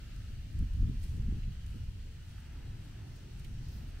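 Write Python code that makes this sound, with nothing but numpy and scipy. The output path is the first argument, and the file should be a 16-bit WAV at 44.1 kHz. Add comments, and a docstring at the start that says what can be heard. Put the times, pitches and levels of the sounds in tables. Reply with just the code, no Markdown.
"""In a park, a young deer noses through fallen leaves close to the microphone.
Dry leaves tick and rustle, a few bites crunch, and grass swishes along its muzzle.
A gust rumbles and slaps on the microphone in the first two seconds.
Behind it lie the low drone of distant traffic, a soft midrange rush and an even airy hiss.
Nearly every sound is noise, given a tone colour and then made louder and softer over time."""
import sys
import numpy as np
from scipy import signal
from scipy.fft import rfft, irfft, next_fast_len
from scipy.io import wavfile
from scipy.ndimage import uniform_filter1d, map_coordinates

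SR = 44100
rng = np.random.default_rng(int(sys.argv[2]) if len(sys.argv) > 2 else 0)


def inscribe(sig):
    """Save sig as 16-bit PCM at rate SR to the path in sys.argv[1].

    A 1-D sig is mono; a 2-D sig holds one channel per row.
    Samples are clipped to [-1, 1] before scaling.
    """
    pcm = np.round(np.clip(np.atleast_2d(sig).T, -1, 1) * 32767)
    wavfile.write(sys.argv[1], SR, pcm.astype(np.int16))


N = 176400  # 4 seconds


def amp(db):
    """Turn decibels into a number to multiply by."""
    return 10 ** (np.asarray(db) / 20)


def unit(x):
    """Scale a signal to an average strength (rms) of 1."""
    return x / np.sqrt(np.mean(x ** 2) + 1e-20)


def clock():
    """The time of each sample, in seconds."""
    return np.arange(N) / SR


def along(points, hz):
    """Read between (f/Hz, value) points on a log frequency scale."""
    f, v = np.transpose(points)
    return np.interp(np.log(hz + 1), np.log(f + 1), v)


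def level(rows):
    """A volume curve through (t/s, level/dB) points."""
    return amp(np.interp(clock(), *np.transpose(rows)))


def swells(rows):
    """Bell-shaped swells from (t/s, width/s, level/dB) rows."""
    bells = (amp(db) * np.exp(-.5 * ((clock() - s) / width) ** 2) for s, width, db in rows)
    return np.sqrt(sum(bell ** 2 for bell in bells))


def burst(s, rise, decay):
    """A volume curve that rises to a peak at time s and dies away; all in seconds."""
    t = clock() - s
    return np.exp(np.minimum(t / rise, -t / decay))


def wobble(per_s):
    """A smooth curve through per_s random values a second."""
    return map_coordinates(rng.standard_normal(400), [clock() * per_s], mode="wrap")


def filtered(x, response):
    """Turn each frequency of x up or down by response(hz)."""
    size = next_fast_len(N + 8192)
    hz = np.fft.rfftfreq(size, 1 / SR)
    return irfft(rfft(x, size) * response(hz), size)[..., :N]


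def white():
    """Two unrelated white noises."""
    return rng.standard_normal((2, N))


def patchy(depth_db):
    """Two white noises that grow louder and softer in patches of time and pitch."""
    spectra = signal.stft(white(), nperseg=2048)[2]
    patches = rng.standard_normal(spectra.shape[1:])
    for axis in (0, 1):
        patches = uniform_filter1d(patches, size=7, axis=axis)
    return signal.istft(spectra * amp(depth_db * unit(patches)), nperseg=2048)[1][:, :N]


def shaped(pair, colour, alike):
    """Give two noises a tone colour and a left-right likeness (1 same, 0 unrelated, -1 opposite)."""
    def response(hz):
        angle = np.arccos(np.clip(along(alike, hz), -1, 1)) / 2
        return amp(along(colour, hz)) * [np.cos(angle), np.sin(angle)]
    mid, side = filtered(pair, response)
    return unit(np.array([mid + side, mid - side]))


def steadied(x, span_s):
    """Even out the slow chance swings of a low noise."""
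    power = uniform_filter1d(np.mean(x ** 2, axis=0), int(span_s * SR))
    return x / np.sqrt(np.abs(uniform_filter1d(power, int(SR / 20))) + 1e-9)


# how alike left and right are for all the deer's sounds (f/Hz, likeness)
NEAR_ALIKE = [(1500, 0.4), (5000, 0.19)]

def ringing(hz, width):
    """A broad band of noise around hz; width is a share of that pitch."""
    noise = shaped(white(), [(hz, 0)], NEAR_ALIKE)
    return unit(filtered(noise, lambda f: (1j * f * hz / (hz * hz - f * f + 1j * f * hz * width)) ** 2))


# strength of the wind's rumble (t/s, level/dB)
WIND = [(0, -48.5), (.13, -41.5), (.48, -42.5), (.6, -29), (.71, -36), (.82, -28), (1.0, -37.5),
        (1.18, -33.5), (1.35, -33.5), (1.55, -41), (1.75, -38.5), (1.97, -41.5), (2.17, -48), (2.4, -44.5),
        (2.85, -45), (3.02, -52), (3.3, -49.5), (3.42, -42.5), (4, -43.5)]
# swirls of air in the gust (t/s, width/s, level/dB)
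SWIRLS = [(.625, .02, -41), (.82, 0.063, -42), (.9, 0.04, -38), (1.19, 0.054, -42), (1.3, 0.021, -39.5),
          (1.36, 0.026, -38.5), (1.49, 0.031, -43), (1.762, 0.021, -43.5)]
# tone colours of the rumble and the swirls (f/Hz, level/dB)
RUMBLE_COLOUR = [(10, -21.5), (25, 1), (45, -2), (85, -4.5), (125, -15.5), (200, -24), (320, -40.5),
                 (600, -76.5)]
SWIRL_COLOUR = [(40, -12), (90, 4.5), (155, 3.5), (240, -7), (340, -18.5), (470, -25), (750, -59)]
# how alike left and right are (f/Hz, likeness)
WIND_ALIKE = [(30, .999), (150, 0.94), (400, 0.44)]

def wind():
    """Moving air rumbles on the microphone; its swirls add lumpy, higher thumping."""
    rumble = steadied(shaped(white(), RUMBLE_COLOUR, WIND_ALIKE), span_s=0.33)
    lumps = shaped(white(), SWIRL_COLOUR, WIND_ALIKE) * amp(0.71 * wobble(44.8))
    return level(WIND) * rumble + swells(SWIRLS) * steadied(lumps, span_s=0.05)


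# loudness of the traffic (t/s, level/dB)
TRAFFIC = [(0, -53), (.5, -51.5), (1.6, -50.5), (2.0, -54.5), (2.6, -47), (3.1, -47), (3.45, -49.5),
           (3.7, -47.5), (4, -48)]
# its tone colour (f/Hz, level/dB)
TRAFFIC_COLOUR = [(30, -18), (70, -3), (125, 1.5), (180, -10.5), (260, -16.5), (350, -21), (480, -30.5),
                  (850, -28.5), (1100, -36.5), (2500, -75)]
# how alike left and right are (f/Hz, likeness)
TRAFFIC_ALIKE = [(60, 0.95), (130, 0.96), (270, 0.84), (450, 0.62), (740, -0.35), (1200, 0.013)]

def traffic():
    """Faraway traffic blends into one low drone."""
    return level(TRAFFIC) * shaped(patchy(depth_db=2.4), TRAFFIC_COLOUR, TRAFFIC_ALIKE)


# loudness of the rush (t/s, level/dB)
RUSH = [(0, -68), (.45, -73), (1.05, -71), (1.3, -71.5), (1.72, -68.5), (1.88, -76.5), (2.08, -76),
        (2.28, -69), (2.6, -67.5), (2.9, -69), (3.25, -71.5), (3.65, -71.5), (4, -68)]
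# its tone colour (f/Hz, level/dB)
RUSH_COLOUR = [(300, -17), (700, -4), (1000, -22.5), (1190, -3), (1270, 1), (1700, 1.5), (2200, -3.5),
               (2900, -4), (3700, -12), (8000, -42)]
# how alike left and right are (f/Hz, likeness)
RUSH_ALIKE = [(740, 0), (1300, 1), (2000, 0.73), (3300, 1)]

def rush():
    """A soft midrange rush swells and sinks, a little to the left."""
    waver = amp(1.1 * wobble(11))
    noise = shaped(patchy(depth_db=0.5), RUSH_COLOUR, RUSH_ALIKE)
    return level(RUSH) * waver * noise * amp([[.6], [-.6]])


# loudness of the hiss (t/s, level/dB)
HISS = [(0, -61.5), (2.0, -63)]
# its tone colour (f/Hz, level/dB)
HISS_COLOUR = [(300, 1.5), (700, -5.5), (1150, -9.5), (1750, -2), (2250, -4), (2900, 1), (3600, -4),
               (4400, -2.5), (5100, -6.5), (6000, -6), (7100, -11.5), (7800, -9), (8500, -13), (9250, -11),
               (9900, -16.5), (11700, -17.5), (13000, -15.5), (15500, -18)]
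# how alike left and right are (f/Hz, likeness)
HISS_ALIKE = [(450, 0.18), (740, -0.74), (1220, 0.24), (2010, 0.46), (3330, -0.075), (5500, -0.05)]

def hiss():
    """An even, airy hiss that barely flickers."""
    flicker = amp(0.33 * wobble(26))
    return level(HISS) * flicker * shaped(patchy(depth_db=1.42), HISS_COLOUR, HISS_ALIKE)


# single leaf snaps (t/s, level/dB, decay/s)
TICKS = [(.163, -59, 0.0022), (.591, -55.5, 0.002), (0.7376, -60.5, .002), (1.038, -56, 0.0055),
         (1.085, -64, 0.0048), (1.6655, -58.5, 0.0027), (1.761, -65, .003), (2.404, -62, .003),
         (3.1618, -59, .003), (3.398, -59, 0.0044), (3.447, -56.5, .004), (3.687, -61, .004)]
# their tone colour (f/Hz, level/dB)
TICK_COLOUR = [(1000, -24), (4000, 6), (7000, 2), (9300, 5.5), (12000, -7), (14000, 3), (15500, -1)]

def ticks():
    """Dry leaves snap with short, bright ticks."""
    snaps = sum(amp(db) * burst(s, 0.002, decay) for s, db, decay in TICKS)
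    return snaps * shaped(white(), TICK_COLOUR, NEAR_ALIKE)


# the gust's sharpest puffs (t/s, level/dB, f/Hz)
PUFFS = [(.628, -31.5, 190), (.83, -33, 215), (0.86, -33, 135), (0.896, -29.5, 185), (1.29, -27, 138),
         (1.326, -35.5, 235)]

def puffs(width_cycles=0.33):
    """Each puff slaps the microphone with one quick swing of air pressure."""
    out = np.zeros(N)
    for s, db, hz in PUFFS:
        cycles = (clock() - s) * hz
        bell = np.exp(-.5 * (cycles / width_cycles) ** 2)
        out += amp(db) * bell * np.cos(2 * np.pi * cycles + rng.uniform(0, 2 * np.pi))
    return out


# nudges of the muzzle in the leaves (t/s, level/dB, decay/s)
RUSTLES = [(1.04, -60, 0.035), (1.095, -65, 0.056), (1.16, -67, 0.026), (1.69, -68.5, .1),
           (2.29, -68.5, 0.045), (2.385, -71, .04), (2.85, -68, .02), (3.17, -72, .05),
           (3.397, -67.5, .017), (3.47, -68.5, 0.041), (3.75, -71, 0.073), (3.89, -69, .076)]
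# tone colour of the leaves (f/Hz, level/dB)
LEAF_COLOUR = [(600, -6), (2500, -1), (4500, 4.5), (6800, 0), (7800, 2.5), (9300, 2.5), (11700, -2),
               (14500, -5.5)]

def rustles(crackles_per_s=2600, rise_s=0.032, rest_db=-82):
    """Tiny crackles, very faint at rest, swell as the muzzle shifts the leaves."""
    crackles = white() * (rng.random((2, N)) < crackles_per_s / SR)
    nudge_power = sum((amp(db) * burst(s, rise_s, decay)) ** 2 for s, db, decay in RUSTLES)
    loudness = np.sqrt(amp(rest_db) ** 2 + nudge_power)
    return loudness * shaped(crackles, LEAF_COLOUR, NEAR_ALIKE)


# the deer's bites (t/s, level/dB, f/Hz, decay/s)
BITES = [(1.033, -63, 2310, .03), (1.433, -59, 2610, 0.013), (2.381, -60.5, 1580, .012),
         (3.447, -56, 2680, 0.0086)]

def crunches():
    """Each bite is a short burst of noise around one pitch, a little to the right."""
    bites = sum(amp(db) * burst(s, 0.0013, decay) * ringing(hz, width=.45) for s, db, hz, decay in BITES)
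    return bites * amp([[-.7], [.7]])


# strokes of the muzzle through grass (t/s, width/s, level/dB, f/Hz)
SWISHES = [(3.17, 0.043, -71, 5300), (3.705, 0.087, -66, 4780), (3.75, 0.065, -70, 14000)]

def swishes(flutter_db=1):
    """Grass blades catch and slip along the muzzle, each stroke at its own pitch."""
    flutter = unit(amp(flutter_db * wobble(130)))
    return flutter * sum(swells([(s, span, db)]) * ringing(hz, width=0.53) for s, span, db, hz in SWISHES)


def scene():
    """The wind, the park and the feeding deer, added together."""
    return wind() + traffic() + rush() + hiss() + ticks() + puffs() + rustles() + crunches() + swishes()


def record(dry, top_hz=15730):
    """Cut away the very highest treble."""
    return filtered(dry, lambda hz: hz < top_hz)


dry = scene()
out = record(dry)
inscribe(out)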